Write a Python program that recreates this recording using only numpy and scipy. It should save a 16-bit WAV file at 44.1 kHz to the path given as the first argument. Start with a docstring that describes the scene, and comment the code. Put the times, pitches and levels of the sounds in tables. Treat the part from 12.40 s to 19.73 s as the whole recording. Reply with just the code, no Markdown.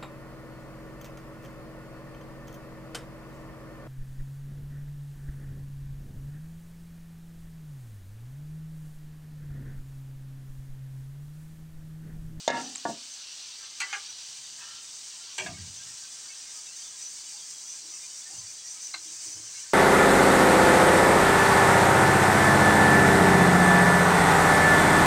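"""Noodles sizzling on an electric stove

In a quiet kitchen a pot boils off its last water on the hot base: random bubble bursts and steam noise grow finer.
Struck modes and room noise set down a dish; a duller knock follows. Noise bursts through resonances clack a drawer
open and shut. Swelling low modes make soft steps that return; a fork touches the pot and stirs.
One close microphone, the same in both channels, with a gain control that ducks the hiss under the knocks."""
import sys
import numpy as np
from scipy import signal
from scipy.fft import rfft, irfft
from scipy.io import wavfile
from scipy.ndimage import uniform_filter1d

SR = 44100
rng = np.random.default_rng(int(sys.argv[2]) if len(sys.argv) > 2 else 0)


def bounce(signal):
    """Save signal as a 16-bit WAV file at the path given by the first command-line argument."""
    frames = np.transpose(np.atleast_2d(signal))
    limited = np.clip(frames, -1, 1)
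    pcm = np.round(limited * 32767).astype(np.int16)
    wavfile.write(sys.argv[1], SR, pcm)


N = 323436
TIME = np.arange(N) / SR  # s
FREQS = np.maximum(np.arange(N // 2 + 1) * SR / N, 1)  # Hz

# All levels are relative, ahead of the microphone's gain control.
# colour of the coarse fizz, before the pot's resonances: (frequency [Hz], density [dB per Hz])
FIZZ = [(400, -22.5), (1000, -12), (2200, -4), (2900, 3.5), (4100, 8), (6000, 5), (8500, -40), (9500, -29),
        (13500, -44), (15000, -31), (16000, -21)]
# colour of the fine hiss, before the pot's resonances: (frequency [Hz], density [dB per Hz])
HISS = [(1200, -24), (2200, -13.5), (3000, -22.5), (4100, -18), (4900, -4), (6100, 0), (7100, 0.5),
        (8600, -3), (9200, -11.5), (9800, -20), (11200, -27), (13900, -35.5), (14400, -22), (15400, -21.5)]
# resonances of the pot that colour the sizzle: (frequency [Hz], width [Hz], lift [dB])
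POT = [(1600, 180, 3), (2420, 90, 3), (2740, 80, 3), (2950, 90, 3), (4630, 170, 3), (5055, 90, 3),
       (5674, 110, 3), (5968, 70, 3), (6257, 70, 3), (8356, 150, 3)]
# the pot's strongest resonances, sung as steam stirs them: (frequency [Hz], width [Hz], level [dB])
SINGING = [(4630, 90, -6), (5674, 70, -4), (5968, 40, 1), (6257, 40, -2)]
# spurts of steam flutter in these, strongest on the wet base: (frequency [Hz], width [Hz], level [dB])
SPURTS = [(3020, 70, -6), (4150, 70, -4), (4610, 100, 2.5), (5053, 70, -5), (6000, 120, -1)]
# the base boils dry along one S-curve: its midpoint and time constant (s)
DRYING_MID_S, DRYING_TAKES_S = 3.4, 0.84
# as it dries, the coarse fizz gives way to the fine hiss (dB)
FIZZ_WET_DB, FIZZ_DRY_DB = -46.5, -54
HISS_WET_DB, HISS_DRY_DB = -47, -42
# the clearest steam whistles: (time [s], level [dB], pitch [Hz])
WHISTLES = [(1.92, -50.5, 4163), (2.24, -52, 2935), (2.31, -52, 3020), (2.37, -51, 3050),
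            (3.389, -56, 1608), (3.88, -54, 2200), (3.895, -54, 2650), (4.146, -58.5, 1266),
            (4.265, -52, 2680), (4.435, -52, 3520), (4.845, -52.5, 2950), (5.615, -55, 2410),
            (5.695, -54, 3030), (5.845, -55, 1810), (6.235, -56, 1920), (7.135, -54, 2190),
            (7.154, -55, 2730), (7.18, -53, 3000), (7.225, -54.5, 1800)]
# narrow gaps sing louder: gain of the highest faint whistle over the lowest (dB)
WHISTLE_RISE_DB = 11
# how unevenly a whistle sounds (dB)
WHISTLE_SPUTTER_DB = 3
# kitchen background: (frequency [Hz], density [dB per Hz])
ROOM = [(20, -11), (50, 4), (110, 0.5), (300, 1.5), (550, 0), (1000, 6.5), (1700, 1), (2500, -7),
        (5000, -4), (16000, -53)]
# feet shuffle and scuff: (time of peak [s], level [dB], length [s], pitch [Hz])
SHUFFLE = [(2.2, -72, 0.74, 128), (3.51, -64, 0.25, 124), (5.927, -57.5, 0.071, 760),
           (7.05, -72.5, 0.9, 116)]

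# dish set down, with one rebound: (time [s], level [dB], contact cut-off [Hz], extra room level [dB])
KNOCKS = [(.078, -3, 7700, 6.5), (0.102, -14, 5900, 7)]
# the counter rings on under every knock: (frequency [Hz], level [dB], t60 [s])
COUNTER_RING = [(252.7, -30, 0.57), (280, -29, 0.5), (440.6, -35.5, 0.54), (740, -30, 0.51),
                (774, -32.5, 0.61), (825, -38, 0.61)]
# dead thud of dish and counter: (frequency [Hz], level [dB], t60 [s])
COUNTER = [(520, 10, 0.0039), (650, 10.5, 0.016), (925, -29, 0.013), (2000, -5, 0.0085),
           (3610, -6.5, 0.024), (6630, -2, 0.013)]
# ring of the dish: (frequency [Hz], level [dB], t60 before damping [s])
DISH = [(496, -14, .3), (577, -8, .27), (626, -6, .24), (676, -1, .22), (700, -8, .34), (931, 1.5, .42),
        (945, -7, .4), (1112, -7, .24), (1157, -9, .28), (1366, -12.5, .6), (1381, -19, .4),
        (1653, -13, .28), (1695, -2.5, .34), (1782, -5, .3), (1857, -9, .27), (2137, -4.5, .27),
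        (2160, -12, .25), (2433, -20, .24), (2770, -18, .25), (2860, -19, .25), (2966, -21, .3),
        (3560, -19, .33), (3591, -17, .33), (3630, -19, .3), (3720, -17, .3), (3850, -20, .3),
        (3887, -17, .3)]
# colour of the room's answer to a knock: (frequency [Hz], density [dB per Hz])
KNOCK_ROOM = [(50, -31), (150, -6.5), (260, 3.5), (400, -3), (650, 1), (1000, -7.5), (1400, -6),
              (1800, 1.5), (2350, -13), (2800, -0.5), (3800, 9), (7000, 8), (10000, -13), (16000, -47)]
# how long that answer lasts: (frequency [Hz], t60 [s])
ROOM_T60 = [(100, 0.58), (270, 0.52), (600, 0.36), (1500, 0.47), (4000, 0.054), (12000, 0.041)]
# small sharp ticks: (time [s], level [dB], pitch [Hz])
TICKS = [(0.3522, -26, 3900), (0.3573, -17, 7500), (0.3797, -25, 6440)]
# a duller, hollow knock on the counter: (time [s], level [dB], t60 [s], contact cut-off [Hz])
HOLLOW_KNOCK = [(.4528, -20.5, 0.082, 2000), (0.484, -24.5, 0.22, 338), (0.496, -34, 0.16, 750)]
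# what it rings with: (frequency [Hz], width [Hz], level [dB])
HOLLOW_MODES = [(143, 52, -9), (225, 13.6, -1.5), (300, 29, 1.5), (422, 32, -1), (480, 70, -3.5),
                (677, 60, 10), (844, 30, -2), (923, 25, 6), (1157, 26, 0.5), (1432, 28, -3),
                (1690, 34, 1.5), (1800, 26, 3)]
# how fast the rattle after a clack flutters
RATTLES_PER_S = 343
# loose cutlery clinks in the drawer and on the pot: (time [s], level [dB], pitch [Hz], t60 [s])
CLINKS = [(1.205, -54, 1336, .25), (2.185, -52, 1924, .18), (2.205, -46, 2600, .16),
          (2.212, -56, 1354, 0.42), (2.214, -56, 950, 0.2), (2.272, -54, 1364, 0.63),
          (2.298, -56, 1680, 0.22), (2.984, -26, 2360, 0.082), (3.061, -33, 1656, 0.075),
          (3.09, -52, 1200, 0.34), (3.135, -49.5, 2200, 0.21), (3.17, -52, 1620, 0.18),
          (3.186, -51, 1930, 0.2), (6.5384, -26.5, 4110, 0.055), (6.5385, -34.5, 2120, 0.059),
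          (6.5765, -38, 4110, 0.085)]

# things slide in the drawer, swelling and fading: (time of peak [s], level [dB], length [s])
RUMMAGE = [(1.24, -53.5, 0.058), (1.468, -55, 0.035), (1.49, -50.5, 0.11), (2.228, -50.5, 0.066),
           (2.31, -58, 0.13), (3.85, -61.5, 1)]
# what those things ring with: (frequency [Hz], width [Hz], level [dB])
RUMMAGE_MODES = [(970, 590, -6), (1180, 38, 4), (1286, 25, 2.5), (1457, 17, -8), (1572, 27, 10),
                 (1826, 50, 7), (2240, 31, -7), (3020, 46, 6.5)]
# clacks of the drawer opening: (time [s], level [dB], t60 [s], contact cut-off [Hz])
OPENING = [(1.402, -25.5, 0.1, 12000), (1.413, -24, 0.14, 4170)]
# what the opening drawer rings with: (frequency [Hz], width [Hz], level [dB])
OPEN_MODES = [(410, 60, -19), (780, 16, -1), (923, 30, 1), (1140, 48, 1), (1445, 49, 7), (1620, 44, 8.5),
              (1990, 31, 13), (2144, 34, 11), (2350, 230, 6), (2720, 55, 9.5), (3000, 200, 1.5),
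              (4270, 84, 8.5), (4720, 79, 7), (6000, 130, 6), (6550, 120, 9), (7970, 300, 3.5),
              (9900, 190, -5), (12000, 5000, -22)]
# the runner's squeak: (time of peak [s], level [dB], length [s])
SQUEAK = (1.513, -38.5, 0.029)
# notes of the squeak: (frequency [Hz], level [dB])
SQUEAK_NOTES = [(2170, 1), (3060, -2)]
# clacks of the drawer at its stop: (time [s], level [dB], t60 [s], contact cut-off [Hz])
END_STOP = [(1.5275, -25.5, 0.16, 9000), (1.552, -40, 0.095, 3000)]
# what the stopped drawer rings with: (frequency [Hz], width [Hz], level [dB])
STOP_MODES = [(405, 62, -21), (793, 17, 3.5), (1190, 55, 3), (1470, 140, 2.5), (1650, 91, 6), (2120, 60, 8),
              (2340, 110, 2), (2530, 140, -3), (2840, 60, 1), (3120, 260, -7), (4720, 270, -10),
              (5980, 90, -0.5), (6600, 660, -10)]
# clacks of the drawer pushed shut: (time [s], level [dB], t60 [s], contact cut-off [Hz])
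SHUTTING = [(2.981, -25.5, 0.085, 10100), (2.9868, -29.5, 0.27, 5000)]
# what the shut drawer rings with: (frequency [Hz], width [Hz], level [dB])
SHUT_MODES = [(384, 30, 0), (630, 25, 5.5), (692, 34, -0.5), (930, 79, 5.5), (1250, 48, -7), (1595, 49, 7),
              (1920, 60, 7), (2280, 60, 8), (2415, 75, 10), (2744, 33, 12), (3000, 65, 2), (3260, 69, 8),
              (4500, 320, -1), (5980, 144, 6.5), (7500, 320, 7), (12000, 5000, -26)]
# clacks of its lurching contents: (time [s], level [dB], t60 [s], contact cut-off [Hz])
LURCH = [(3.0595, -34, 0.069, 4500), (3.066, -34.5, 0.1, 4500), (3.079, -41, 0.15, 2600),
         (3.097, -42, 0.08, 900)]
# what the contents ring with: (frequency [Hz], width [Hz], level [dB])
LURCH_MODES = [(632, 40, 1), (700, 45, 6), (1030, 110, -6), (1210, 44, -3), (1584, 70, 2.5), (2130, 80, 1),
               (2261, 50, 4), (2590, 45, 3), (2790, 80, -1), (3550, 300, -3), (6500, 1700, -4)]

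# the drawer jolts the cabinet as it runs home: (time [s], level [dB])
JOLTS = [(2.984, -60), (3.036, -49)]
# boom of the cabinet: (frequency [Hz], level [dB], t60 [s])
CABINET = [(109.6, 0, 0.56), (163, -3.5, 0.73), (196, -4.5, 0.68), (278, -6.5, 0.64), (405, -17, 0.48)]
# heels land on the floor: (time [s], level [dB], pitch [Hz])
STEPS = [(3.089, -51, 85), (3.175, -44, 90.8), (5.936, -55, 101.2), (6.941, -58, 108)]
STEP_T60_S = 0.48
# soft hollow bumps at the stove: (time [s], level [dB])
BUMPS = [(5.425, -63), (5.893, -61.5), (6.649, -60), (6.856, -55.5), (6.96, -59.5)]
BUMP_HZ, BUMP_T60_S = 319, 0.3
# every thump builds up (s) into a clean mode and a rumble around it (gains)
THUMP_SWELL_S, THUMP_BOOM, THUMP_RUMBLE = 0.17, 2.2, 1.56
# the fork touches the pot: (time [s], level [dB], t60 [s], contact cut-off [Hz])
FORK_TOUCH = [(6.5415, -36, 0.05, 12000), (6.547, -33.5, 0.1, 6000)]
# the fork turns the noodles over: (time of peak [s], level [dB], length [s])
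STIRRING = [(7.15, -58, 0.74)]
# what the fork rings with: (frequency [Hz], width [Hz], level [dB])
FORK_MODES = [(327, 7.3, -5.5), (720, 150, -10), (1110, 260, -6.5), (1563, 43, 4), (2120, 79, 0.5),
              (2700, 120, -6), (4100, 240, 0.5), (4750, 500, -10)]
# top of the recorded band
CUTOFF_HZ = 15800


def from_db(db):
    """Decibels to gain."""
    return 10 ** (np.asarray(db) / 20)


def rms_one(x):
    """Scale to rms 1."""
    return x / np.sqrt(np.mean(x ** 2) + 1e-20)


def at_hz(points, hz):
    """Read a table on a log-frequency axis."""
    f, value = np.transpose(points)
    return np.interp(np.log(hz), np.log(f), value)


def coloured(x, gain_db):
    """Give a steady sound a spectrum; rms 1."""
    return rms_one(irfft(rfft(x) * from_db(gain_db), N))


def drift(rate_hz):
    """Slow random wander of rms 1: noise through two equal low-pass poles, drawn every 40 samples."""
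    r = np.exp(-80 * np.pi * rate_hz / SR)
    noise = rng.standard_normal(N // 40 + 2002)
    slow = signal.lfilter([1], [1, -2 * r, r * r], noise)[2000:]  # drop the filter's start
    return np.interp(np.arange(N) / 40, np.arange(len(slow)), rms_one(slow))


def dying(t60):
    """One second of exponential decay, 60 dB down after t60 seconds."""
    return np.exp(-np.log(1000) * TIME[:SR] / t60)


def soften(x, hz):
    """A soft contact loses its treble."""
    low_pass = signal.butter(2, min(hz, SR * 4 / 9), fs=SR, output="sos")
    return signal.sosfilt(low_pass, x + 1e-18)


def resonate(x, modes):
    """Parallel resonances (Hz, width, dB) that keep the power of white noise."""
    out, power = 0, 0
    for k, (hz, width, db) in enumerate(modes):
        r = np.exp(-np.pi * width / SR)
        gain = (-1) ** k * from_db(db) * (1 - r * r) / 2
        poles = [1, -2 * r * np.cos(2 * np.pi * hz / SR), r * r]
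        out = out + signal.lfilter([gain, 0, -gain], poles, x + 1e-18)
        power += from_db(db) ** 2 * (1 - r * r) / 2
    return out / np.sqrt(power)


def struck(modes, damping=1):
    """Dying sines (Hz, dB, t60) set off by one blow; damping shortens them."""
    out = 0
    for k, (hz, db, t60) in enumerate(modes):
        sine = np.sin(2 * np.pi * hz * TIME[:SR])
        out = out + (-1) ** k * from_db(db) * sine * dying(t60 / damping)
    return out


def stroke(peak_s, db, length_s):
    """Gain of a sliding movement: it swells to its peak and fades as fast."""
    return from_db(db) * np.exp(-2 * np.abs(TIME - peak_s) / length_s)


def add(out, s, sound):
    """Mix a sound in at time s."""
    start = max(round(s * SR), 0)
    out[start:start + len(sound)] += sound[:N - start]


def sizzle(spectrum, per_s, steam, flutter_db):
    """Tiny bubbles burst at random over smooth steam noise, coloured by the pot."""
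    bursts = (rng.random(N) < per_s / SR) * rng.standard_normal(N)
    source = rms_one(bursts) + steam * rng.standard_normal(N)
    pot_db = sum(db / (1 + (2 * (FREQS - hz) / width) ** 2) for hz, width, db in POT)
    flutter = from_db(flutter_db * drift(7.4))
    return coloured(source, at_hz(spectrum, FREQS) + pot_db) * flutter


def singing(modes, waver_db, rate_hz):
    """Each resonance, stirred by noise, swells and fades on its own."""
    out = 0
    for hz, width, db in modes:
        swell = from_db(waver_db * np.minimum(drift(rate_hz), 2))
        note = resonate(rng.standard_normal(N), [(hz, width, 0)])
        out = out + from_db(db) * rms_one(swell * note)
    return out


def chirp(hz, length_s, bend, flutter):
    """A short sputtering whistle that swells, glides and fades."""
    age = np.linspace(0, 1, int(length_s * SR))
    knots = np.linspace(0, 1, num=12)
    wobble, sputter = [np.interp(age, knots, row) for row in rng.standard_normal((2, 12))]
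    pitch = hz * (1 + bend * (age - .5) + flutter * wobble)
    tone = np.sin(2 * np.pi * np.cumsum(pitch) / SR)
    return tone * np.sin(np.pi * age) * from_db(WHISTLE_SPUTTER_DB * sputter)


def steam_whistles(level_db, spread_db, length_s, glide, flutter, count):
    """Steam squeezing between the noodles sings: a few clear, mostly rising chirps among many faint ones."""
    out = np.zeros(N)
    for s, db, hz in WHISTLES:
        add(out, s, from_db(db) * chirp(hz, length_s, glide * rng.uniform(-0.44, 1), flutter))
    for start, height, length, bend, size in rng.random((count, 5)):
        hz = 800 + 3400 * height
        faint = chirp(hz, length_s * (.5 + length), glide * (2 * bend - 1), flutter)
        faint_db = level_db + spread_db * size + WHISTLE_RISE_DB * height
        add(out, start * N / SR, from_db(faint_db) * faint)
    return out


def kitchen_floor(air_db, shuffle_width, uneven_db):
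    """Quiet room air as coloured noise, and the low rustle of feet as narrow, uneven noise."""
    air = from_db(air_db) * coloured(rng.standard_normal(N), at_hz(ROOM, FREQS))
    feet = 0
    for s, db, length_s, hz in SHUFFLE:
        band = resonate(rng.standard_normal(N), [(hz, hz * shuffle_width, 0)])
        rustle = soften(band, hz * 4.8)
        feet = feet + stroke(s, db, length_s) * rms_one(rustle)
    return air + feet * from_db(uneven_db * drift(16.0))


def room_tail():
    """Dense reflections of one knock; each octave of noise dies at its own rate, and the lows last longest."""
    wash = rfft(coloured(rng.standard_normal(N), at_hz(KNOCK_ROOM, FREQS))[:SR])
    bin_hz = np.maximum(np.arange(len(wash)), 64)  # one second of sound: bins 1 Hz apart
    octave = np.round(np.log2(bin_hz)).astype(int)
    tail = 0
    for k in np.unique(octave):
        tail = tail + irfft(wash * (octave == k), SR) * dying(at_hz(ROOM_T60, 2. 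** k))
    return tail * (1 - dying(0.0094))


def dish(thud_db, ring_db, room_db, damping, seated_s, seated_t60, rocking_db):
    """Each knock is a short thud with the room's answer; the dish rocks, each mode wavering, until it sits flat."""
    out = np.zeros(N)
    ring = sum(struck([mode], damping) * from_db(rocking_db * drift(22)[:SR]) for mode in DISH)
    add(out, KNOCKS[0][0], from_db(ring_db) * ring)
    out *= np.exp(-np.log(1000) * np.maximum(TIME - seated_s, 0) / seated_t60)  # seating damps it
    for s, db, contact_hz, wet_db in KNOCKS:
        thud = from_db(thud_db) * (struck(COUNTER) + struck(COUNTER_RING))
        blow = thud + from_db(room_db + wet_db) * room_tail()
        add(out, s, from_db(db) * soften(blow, contact_hz))
    return out


def ticks(t60, crack, swell_s):
    """Light little contacts: a small crack with one brief high mode, no bass and no top treble."""
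    out = np.zeros(N)
    for s, db, hz in TICKS:
        snap = crack * rng.standard_normal(SR) * dying(t60)
        add(out, s, from_db(db) * (struck([(hz, 0, t60)]) + snap) * (1 - dying(swell_s)))
    band_pass = signal.butter(6, [1000, 8800], "band", fs=SR, output="sos")
    return signal.sosfilt(band_pass, out + 1e-18)


def clacks(hits, modes, direct, rough_db):
    """A blow and its dying shower of rattles and reflections pass through the object's resonances."""
    out = np.zeros(N)
    for s, db, t60, contact_hz in hits:
        steps = np.clip(rng.standard_normal(SR), -2, 2)
        rattle = np.interp(TIME[:SR] * RATTLES_PER_S, np.arange(SR), steps)
        shower = rng.standard_normal(SR) * rms_one(from_db(rough_db * rattle)) * dying(t60)
        shower[0] = direct  # the blow itself
        add(out, s, from_db(db) * soften(shower, contact_hz))
    return resonate(out, modes)


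def hollow_knock(direct, rough_db, counter_db, counter_hz):
    """A dull knock that leaves the counter's low modes humming."""
    out = clacks(HOLLOW_KNOCK, HOLLOW_MODES, direct, rough_db)
    hum = soften(struck(COUNTER_RING), counter_hz)
    add(out, HOLLOW_KNOCK[0][0], from_db(counter_db) * hum)
    return out


def clinks(swell_s, waver):
    """Loose cutlery touches and rings briefly on one unsteady note."""
    out = np.zeros(N)
    for s, db, hz, t60 in CLINKS:
        blur = rms_one(resonate(rng.standard_normal(SR), [(hz, 60, 0)]))
        note = struck([(hz, 0, t60)]) + waver * blur * dying(t60)
        add(out, s, from_db(db) * note * (1 - dying(swell_s)))
    return out


def rummage(strokes, modes, judder_db):
    """Sliding contact judders and sets the rubbed things ringing."""
    movement = sum(stroke(*row) for row in strokes)
    friction = rng.standard_normal(N) * movement * from_db(judder_db * drift(32))
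    return resonate(friction, modes)


def squeak(width_hz):
    """The drawer's runner squeaks in narrow bands of noise just before it meets its stop."""
    modes = [(hz, width_hz, db) for hz, db in SQUEAK_NOTES]
    return stroke(*SQUEAK) * rms_one(resonate(rng.standard_normal(N), modes))


def kitchen_echo(x, delay_s, t60, top_hz):
    """The far walls answer a clack a moment later, dull and diffuse."""
    tail = soften(rng.standard_normal(SR), top_hz) * dying(t60) * (1 - dying(0.021))
    answer = np.zeros(N)
    add(answer, delay_s, tail / np.sqrt(np.sum(tail ** 2)))
    return signal.fftconvolve(x, answer[:SR])[:N]


def drawer():
    """The drawer snaps free, squeaks out to its stop, is searched and pushed shut; its contents lurch after it."""
    blows = clacks(OPENING, OPEN_MODES, direct=5.7, rough_db=0.5)
    blows += clacks(END_STOP, STOP_MODES, direct=7.8, rough_db=-1.5)
    blows += clacks(SHUTTING, SHUT_MODES, direct=6.7, rough_db=3.5)
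    blows += clacks(LURCH, LURCH_MODES, direct=1, rough_db=2.5)
    echo = kitchen_echo(blows, delay_s=0.012, t60=0.16, top_hz=590)
    sliding = rummage(RUMMAGE, RUMMAGE_MODES, judder_db=1.0)
    return blows + from_db(-12.5) * echo + sliding + squeak(width_hz=10)


def thump(hz, t60):
    """A heavy panel swells into one low mode, with a rumble around it."""
    band = resonate(rng.standard_normal(SR), [(hz, hz * 0.37, 0)])
    rumble = rms_one(soften(band, hz * 1.75))
    body = THUMP_BOOM * struck([(hz, 0, t60)]) + THUMP_RUMBLE * rumble * dying(t60)
    return body * (1 - dying(THUMP_SWELL_S))


def thumps():
    """The cabinet's boom, steps on the floor and bumps at the stove, all as low swelling modes."""
    out = np.zeros(N)
    for s, db in JOLTS:
        add(out, s, sum(from_db(db + mode_db) * thump(hz, t60) for hz, mode_db, t60 in CABINET))
    for s, db, hz in STEPS:
        add(out, s, from_db(db) * thump(hz, STEP_T60_S))
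    for s, db in BUMPS:
        add(out, s, from_db(db) * thump(BUMP_HZ, BUMP_T60_S))
    return out


def fork():
    """The fork clacks against the pot, then its sliding contact stirs the noodles."""
    touch = clacks(FORK_TOUCH, FORK_MODES, direct=6.4, rough_db=3)
    return touch + rummage(STIRRING, FORK_MODES, judder_db=-2.5)


def scene():
    """Pot, dish, drawer, steps and fork over the quiet kitchen, the same in both channels."""
    dryness = 1 / (1 + np.exp((DRYING_MID_S - TIME) / DRYING_TAKES_S))
    fizz_db = FIZZ_WET_DB + (FIZZ_DRY_DB - FIZZ_WET_DB) * dryness
    hiss_db = HISS_WET_DB + (HISS_DRY_DB - HISS_WET_DB) * dryness
    fizz = from_db(fizz_db) * sizzle(FIZZ, per_s=5000, steam=1.0, flutter_db=1.5)
    fizz += from_db(fizz_db - 12) * singing(SPURTS, waver_db=5, rate_hz=14)
    hiss = from_db(hiss_db) * sizzle(HISS, per_s=9000, steam=0.99, flutter_db=1.26)
    hiss += from_db(hiss_db - 9) * singing(SINGING, waver_db=5.0, rate_hz=6.9)
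    chirps = steam_whistles(level_db=-72, spread_db=8, length_s=0.058, glide=0.045, flutter=0.008, count=460)
    air_and_feet = kitchen_floor(air_db=-64.0, shuffle_width=0.18, uneven_db=4.0)
    counter = dish(thud_db=0.5, ring_db=-19.5, room_db=-14.5, damping=1.1,
                   seated_s=0.21, seated_t60=0.11, rocking_db=2.5)
    counter += hollow_knock(direct=22, rough_db=-1.0, counter_db=-20.5, counter_hz=400)
    small = ticks(t60=0.011, crack=0.33, swell_s=0.0038) + clinks(swell_s=0.013, waver=0.53)
    pot = fizz + hiss + chirps
    mono = pot + air_and_feet + counter + small + drawer() + thumps() + fork()
    return np.array([mono, mono])


def gain_control(x, threshold_db, slope, release_db_per_s, ahead_s):
    """Loud moments pull the gain down slightly in advance; it then recovers steadily."""
    power = uniform_filter1d(x[0] ** 2, size=256)
    level_db = 10 * np.log10(np.maximum(power, 1e-12))
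    cut_db = slope * np.maximum(level_db - threshold_db, 0)
    recovery_db = release_db_per_s * TIME
    held_db = np.maximum.accumulate(cut_db + recovery_db) - recovery_db
    early_db = np.maximum(held_db, np.interp(TIME + ahead_s, TIME, held_db))
    return x * from_db(-uniform_filter1d(early_db, size=200))


def record(dry):
    """Bass roll-off of a small microphone, gain control, then a steep top cut."""
    bass_cut = signal.butter(2, 55, "high", fs=SR, output="sos")
    thin = signal.sosfilt(bass_cut, dry)
    held = gain_control(thin, threshold_db=-29.5, slope=0.53, release_db_per_s=140, ahead_s=0.0006)
    top_cut = signal.ellip(12, .1, 70, CUTOFF_HZ, fs=SR, output="sos")
    return signal.sosfilt(top_cut, held)


dry = scene()
out = record(dry)
bounce(out)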